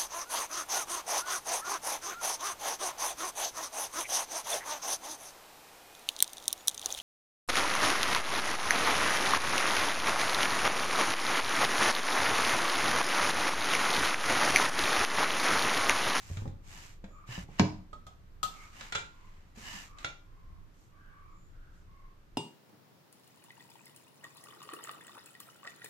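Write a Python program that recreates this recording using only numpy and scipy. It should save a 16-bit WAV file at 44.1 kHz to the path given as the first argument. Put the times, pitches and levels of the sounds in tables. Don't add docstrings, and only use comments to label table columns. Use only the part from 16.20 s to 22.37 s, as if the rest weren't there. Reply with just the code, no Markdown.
import sys
import numpy as np
from scipy import signal
from scipy.fft import rfft, irfft
from scipy.io import wavfile
from scipy.ndimage import uniform_filter1d

SR = 44100
rng = np.random.default_rng(int(sys.argv[2]) if len(sys.argv) > 2 else 0)


def waveform_to_disk(signal):
    frames = np.transpose(np.atleast_2d(signal))
    scaled = np.clip(frames, -1, 1) * 32767
    samples = np.round(scaled).astype(np.int16)
    wavfile.write(sys.argv[1], SR, samples)


N = 272097
HIT_T_S = np.arange(SR // 2) / SR

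# start in seconds, level in dB (3 dB is taken off in the mix),
# ring over crack in dB, left over right of the ring in dB, treble tilt in dB per octave (doubled for the ring).
LID_HITS = [(1.730, -45.5, 3, -7.5, -8), (1.867, -48.5, 0.5, -2, -5), (2.230, -30.5, -1, 18, -2)]
CLINKS = [(0.1706, -44, -12, 0, -1), (0.277, -56, -14, 0, 1), (0.842, -51, -14, 0, -3),
          (2.6096, -41, -9, 0, -1), (2.7232, -34, 0, -2, -.3), (2.7508, -33, 0, -1, .7),
          (2.754, -30.5, 3.5, -1, -.5), (2.782, -41, 0, 0, 0), (3.7854, -48.5, -8, 0, 1),
          (3.8458, -32.5, 2.5, 1, -1.5)]
# start in seconds, level in dB, pitch in Hz,
# fingertip tap relative to the rocking in dB.
BUMPS = [(0.100, -41.5, 102.3, -12), (0.113, -31.5, 94.4, -37), (0.17, -33.5, 105.2, -15),
         (0.22, -40, 109, -2), (0.2553, -40, 135, 0), (0.276, -36, 96.3, -32), (0.839, -41, 196, -7),
         (1.089, -38.5, 121, -12), (1.177, -38, 185, -2.5), (1.288, -55, 184, 7), (3.373, -48.5, 220, -2),
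         (3.546, -49, 203, -26)]
# thump in dB, snap in dB, wall ring in dB.
POP_LEVELS_DB = (-11, -22, -43)
# start in seconds, length in seconds, peak body in dB, peak hiss in dB.
STROKES = [(-.1, 0.48, -58, -58.5), (0.417, 0.41, -53.5, -56), (1.057, 0.23, -45.5, -51.5),
           (1.225, 0.46, -59.5, -70), (1.379, 0.058, -41, -52), (2.274, 0.34, -59, -63),
           (2.493, 0.32, -52, -58.5), (2.75, 0.82, -68, -78), (3.344, .11, -56.5, -59.5),
           (3.376, .37, -45.5, -49), (3.652, 0.14, -66.5, -73), (3.75, 0.21, -56.5, -65),
           (4.506, 0.27, -98, -73.5), (5.49, 0.22, -87, -77.5)]
# centre in seconds, length in seconds, pitch in Hz, width in Hz, level in dB.
TONES = [(1.005, 0.27, 1210, 173, -58), (0.954, 0.21, 7030, 350, -73.5), (2.394, 0.47, 1248, 162, -58),
         (2.42, 0.21, 2175, 200, -58), (3.046, 0.42, 1040, 150, -65.5), (3.77, 0.29, 1180, 170, -58.5),
         (4.247, 0.67, 1065, 119, -68), (4.785, .18, 1154, 99, -65.5), (4.901, 0.42, 1550, 278, -63.5),
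         (5.05, .52, 1157, 149, -61), (5.218, 0.36, 7080, 380, -76), (5.473, 0.48, 1455, 350, -68),
         (5.828, 0.4, 1085, 78, -63)]

# frequency in Hz, relative level in dB, time to fall 60 dB in seconds.
LID_MODES = [(610, -27, 0.16), (1260, 6.5, 0.12), (1294, -15, 0.38), (1803, -21, 0.21), (3290, -10, 0.11),
             (3250, -20, .25), (3750, -24, 0.22), (4371, -11, .2), (4700, -19, 0.32), (6800, -12, 0.24),
             (7235, -6, 0.22), (7650, -11, .2)]
STEEL_MODES = [(110, -20, .25), (560, -21, .15), (1372, 0, .16), (1408, 3.5, .22), (2073, -8, .13),
               (2345, -2, .2), (2643, -11, .16), (3305, -6, .17), (3445, -3, .17), (3950, -6, .15),
               (4230, -8, .18), (7122, -18, .25)]
JAR_MODES = [(98.8, -4.5, 0.27), (140.6, -7, 0.23), (186.7, -3, 0.2), (204, 4, 0.097), (241, -1, 0.098),
             (307, -11.5, 0.37), (396.3, -14, 0.17), (423.5, -14, 0.26), (455, -28.5, 0.3), (547, -18, 0.2),
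             (693, -23, 0.33), (900, -28, 0.17), (967, -28, 0.39)]
WALL_MODES = [(1555, -3, .22), (1609, -3, .26), (1926, 0, .09), (2325, -7, .2), (2640, -4, .2),
              (3366, -8, .2)]

# frequency in Hz, relative level in dB.
LID_CRACK_COLOUR = [(100, 1), (400, -11.5), (800, 2), (1500, -5), (2600, -2), (3400, 7.5), (5200, 1),
                    (7100, 5.5), (8700, -1), (9800, -10), (12500, -5.5), (14300, -3)]
CLINK_CRACK_COLOUR = [(100, -1.5), (220, -8), (520, -5), (800, -5.5), (1050, -3.5), (1500, 1.5), (2400, 0),
                      (3000, -2), (3700, 0), (4400, -6), (5100, -8), (7200, -6.5), (8600, -18.5),
                      (9800, -28), (14000, -34)]
SNAP_COLOUR = [(100, -16.5), (350, 5), (650, 2.5), (1000, 3.5), (1300, -5.5), (1600, 3), (1950, 2),
               (2300, -1), (2700, -1.5), (3500, -8), (5500, -10), (7300, -15), (9000, -36.5), (14000, -41)]
TAP_COLOUR = [(100, 10.5), (250, -0.5), (560, -1), (750, -6.5), (1000, -6), (2000, -31), (6000, -50),
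              (14000, -63)]
RUB_COLOUR = [(80, -1), (250, 3.5), (450, -5.5), (900, 2.5), (1400, 2), (2400, 2.5), (3500, -6),
              (5000, -6.5), (7200, -2), (8800, -13), (10000, -16), (13000, -13), (14300, -19)]
FLOOR_COLOUR = [(12, -20.5), (22, 1.5), (43, -18), (72, -15.5), (100, -14.5), (135, -24.5), (175, -21),
                (230, -32.5), (305, -27.5), (450, -34.5), (800, -38.5), (1200, -35.5), (2400, -44),
                (7000, -53.5), (9500, -61), (14000, -53.5)]
# frequency in Hz, width in Hz, peak in dB.
RUB_PEAKS = [(1730, 140, 10), (2920, 350, 9), (5080, 440, 5.5)]

# frequency in Hz, left-right correlation.
LIKENESS = [(30, 0.82), (100, 1), (250, 0.7), (450, 0.34), (800, 0.08), (1400, -0.22), (3000, 0.099),
            (14000, -0.13)]
# frequency in Hz, time to fall 60 dB in seconds.
ROOM_T60 = [(100, 0.64), (300, 0.39), (800, 0.4), (2000, 0.32), (5000, 0.35), (9000, 0.29), (14000, 0.36)]
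# frequency in Hz, left over right in dB.
PORTS = [(100, -1), (1000, 0.5), (4000, -1.5), (6000, -4), (7300, -1.5), (8000, -4), (8700, 14), (9500, 0),
         (14000, -2)]


def amp(db):
    return 10 ** (np.asarray(db) / 20)


def evened(x):
    return x / np.sqrt(np.mean(x ** 2) + 1e-20)


def struck(x):
    return x / np.sqrt(np.mean(x[..., :SR // 100] ** 2) + 1e-20)


def read(points, hz):
    table_hz, value = np.transpose(points)
    return np.interp(np.log(hz + 1), np.log(table_hz + 1), value)


def add(mix, start_s, sound):
    part = mix[:, max(round(start_s * SR), 0):][:, :sound.shape[1]]
    part += sound[:, :part.shape[1]]


def filtered(x, kind, order, cutoff_hz):
    return signal.sosfilt(signal.butter(order, cutoff_hz, kind, fs=SR, output="sos"), x)


def coloured(x, gain_db, size=8192):
    hz = abs(np.fft.fftfreq(size, 1 / SR))
    log_gain = np.log(amp(gain_db(hz)) + 1e-5)
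    spectrum = np.exp(signal.hilbert(log_gain).conj())
    taps = np.fft.ifft(spectrum).real[:size // 2]
    return signal.oaconvolve(x, taps if x.ndim == 1 else taps[None], axes=-1)[..., :x.shape[-1]]


def noise(size):
    a, b = rfft(rng.standard_normal((2, size)))
    same = np.clip(read(LIKENESS, np.fft.rfftfreq(size, 1 / SR)), -1, 1)
    return irfft([a, same * a + np.sqrt(1 - same ** 2) * b], size)


def rise(rise_s):
    return 1 - np.exp(-HIT_T_S / rise_s)


def ring(modes, lag_s):
    t_s = np.maximum(HIT_T_S - np.array([[0], [lag_s]]), 0)
    return struck(sum(amp(db - 60 * t_s / t60_s) * np.sin(2 * np.pi * hz * t_s) for hz, db, t60_s in modes))


def crack(colour, t60_s, tilt_db=0):
    burst = noise(len(HIT_T_S)) * amp(-60 * HIT_T_S / t60_s)
    return struck(coloured(burst, lambda hz: read(colour, hz) + tilt_db * np.log2(np.maximum(hz, 400) / 2000)))


def kitchen(x, wet_db, build_s=0.0013):
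    hz, t_s, bands = signal.stft(noise(len(HIT_T_S)), SR, nperseg=256)
    dying = bands * amp(-60 * t_s / read(ROOM_T60, hz)[:, None])
    tail = signal.istft(dying, SR, nperseg=256)[1][:, :len(HIT_T_S)] * rise(build_s) ** 2
    polarity = np.sign(np.sum(x[0] * x[1]))
    source = (x[:1] + x[1:] * polarity) / np.sqrt(2)
    echo = signal.fftconvolve(source, tail / np.linalg.norm(tail[0]), axes=1)
    return x + amp(wet_db) * echo[:, :x.shape[1]]


def room_floor(level_db=-54, corner_hz=160, lift_db=1.5, swell_db=2.9, swell_step_s=0.287):
    lead = SR // 2
    floor = coloured(noise(N + lead), lambda hz: read(FLOOR_COLOUR, hz))[:, lead:]
    floor = amp(level_db) * evened(floor)
    low = signal.sosfiltfilt(signal.butter(2, corner_hz, fs=SR, output="sos"), floor)
    turns = rng.standard_normal(size=64)
    swell = np.interp(np.arange(N) / SR / swell_step_s, np.arange(len(turns)), turns)
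    return floor - low + low * amp(lift_db + swell_db * swell)


def hollow_tones(overtone_ratio=1.95, overtone_db_per_khz=-12.5):
    out = np.zeros((2, N))

    def band(size, centre_hz, width_hz, ratio):
        return evened(coloured(
            noise(size), lambda hz: -20 * np.log10(1 + (2 * (hz / ratio - centre_hz) / width_hz) ** 2)))

    for centre_s, length_s, centre_hz, width_hz, db in TONES:
        size = int(length_s * SR)
        tone = band(size, centre_hz, width_hz, 1)
        overtone = band(size, centre_hz, width_hz, overtone_ratio)
        overtone_db = overtone_db_per_khz * centre_hz / 1000
        swell = signal.windows.tukey(size, 0.9)
        add(out, centre_s - length_s / 2, amp(db) * (tone + amp(overtone_db) * overtone) * swell)
    return out


def stroke_gains(skew=0.75, point=2.07):
    t_s, power = np.arange(N) / SR, np.zeros((2, N))
    for start_s, length_s, body_db, hiss_db in STROKES:
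        progress = np.clip((t_s - start_s) / length_s, 0, 1)
        speed = abs(np.sin(np.pi * progress ** skew)) ** point
        power += (amp([[body_db], [hiss_db]]) * speed) ** 2
    return np.sqrt(power + 1e-20)


def rubbing(grain_db=1.5, echo_gain=0.3, echo_s=0.001046, split_hz=4000, hollow_from_db=-58, hollow_over_db=10.5):
    body_gain, hiss_gain = stroke_gains()
    hollow = np.clip((20 * np.log10(body_gain) - hollow_from_db) / hollow_over_db, 0, 1)
    flicker = evened(uniform_filter1d(rng.standard_normal(N), size=130))
    plain = coloured(noise(N) * amp(grain_db * flicker), lambda hz: read(RUB_COLOUR, hz))

    def hollow_db(hz):
        echo = echo_gain / (1 + (hz / 5500) ** 4) * np.exp(2j * np.pi * hz * echo_s)
        peaks_db = sum(db / (1 + (2 * (hz - peak_hz) / width_hz) ** 2) for peak_hz, width_hz, db in RUB_PEAKS)
        return 20 * np.log10(abs(1 + echo)) + peaks_db

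    tuned = coloured(plain, hollow_db)
    rub = (1 - hollow) * evened(plain) + hollow * evened(tuned)
    body = evened(filtered(rub, "low", 4, split_hz))
    hiss = evened(filtered(rub, "high", 4, split_hz))
    return body * body_gain + hiss * hiss_gain


def bumps(rock_cycles=24.7):
    out = np.zeros((2, N))
    for start_s, db, hz, tap_db in BUMPS:
        t60_s = rock_cycles / hz
        rock = ring([(hz, 0, t60_s), (hz * 1.4, -12, t60_s / 2)], lag_s=0.0001) * rise(0.0015)
        tap = kitchen(crack(TAP_COLOUR, t60_s=0.035), wet_db=-1)
        add(out, start_s, amp(db) * (rock + amp(tap_db) * tap))
    return out


def blows(rows, modes, colour, crack_t60_s, crack_wet_db, ring_wet_db):
    out = np.zeros((2, N))
    for start_s, db, ring_db, pan_db, tilt_db in rows:
        contact = kitchen(crack(colour, crack_t60_s, tilt_db), crack_wet_db)
        woken = [(hz, mode_db + 2 * tilt_db * np.log2(hz / 2000), t60_s) for hz, mode_db, t60_s in modes]
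        pan = amp([[pan_db / 2], [-pan_db / 2]])
        tone = kitchen(ring(woken, lag_s=0.00023) * rise(0.0005) * pan, ring_wet_db)
        add(out, start_s, amp(db) * (contact + amp(ring_db) * tone) / np.sqrt(2))
    return out


def lid_pop(start_s=1.3956, thump_delay_s=0.002, thump_cut_hz=78):
    thump_db, snap_db, wall_db = POP_LEVELS_DB
    out = np.zeros((2, N))
    snap = kitchen(crack(SNAP_COLOUR, t60_s=0.029), wet_db=-5.5, build_s=0.0021)
    wall = kitchen(ring(WALL_MODES, lag_s=0.0001), wet_db=-16)
    thump = kitchen(ring(JAR_MODES, lag_s=-0.00034) * rise(0.0025), wet_db=-15.5)
    thump = filtered(thump, "high", 3, thump_cut_hz)
    add(out, start_s, amp(snap_db) * snap + amp(wall_db) * wall)
    add(out, start_s + thump_delay_s, amp(thump_db) * thump)
    return out


def scene():
    background = room_floor() + hollow_tones()
    hand = rubbing() + bumps()
    steel = blows(CLINKS, STEEL_MODES, CLINK_CRACK_COLOUR, crack_t60_s=0.045, crack_wet_db=-2, ring_wet_db=-9.5)
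    lid = blows(LID_HITS, LID_MODES, LID_CRACK_COLOUR, crack_t60_s=0.08, crack_wet_db=-3, ring_wet_db=-5.5)
    return background + hand + steel + lid + lid_pop()


def record(dry, edge_hz=14330):
    left = coloured(dry[0], lambda hz: read(PORTS, hz) / 2)
    right = coloured(dry[1], lambda hz: -read(PORTS, hz) / 2)
    band_limit = signal.firwin(511, edge_hz, window=("kaiser", 9), fs=SR)
    return signal.oaconvolve(np.array([left, right]), band_limit[None], "same")


dry = scene()
out = record(dry)
waveform_to_disk(out)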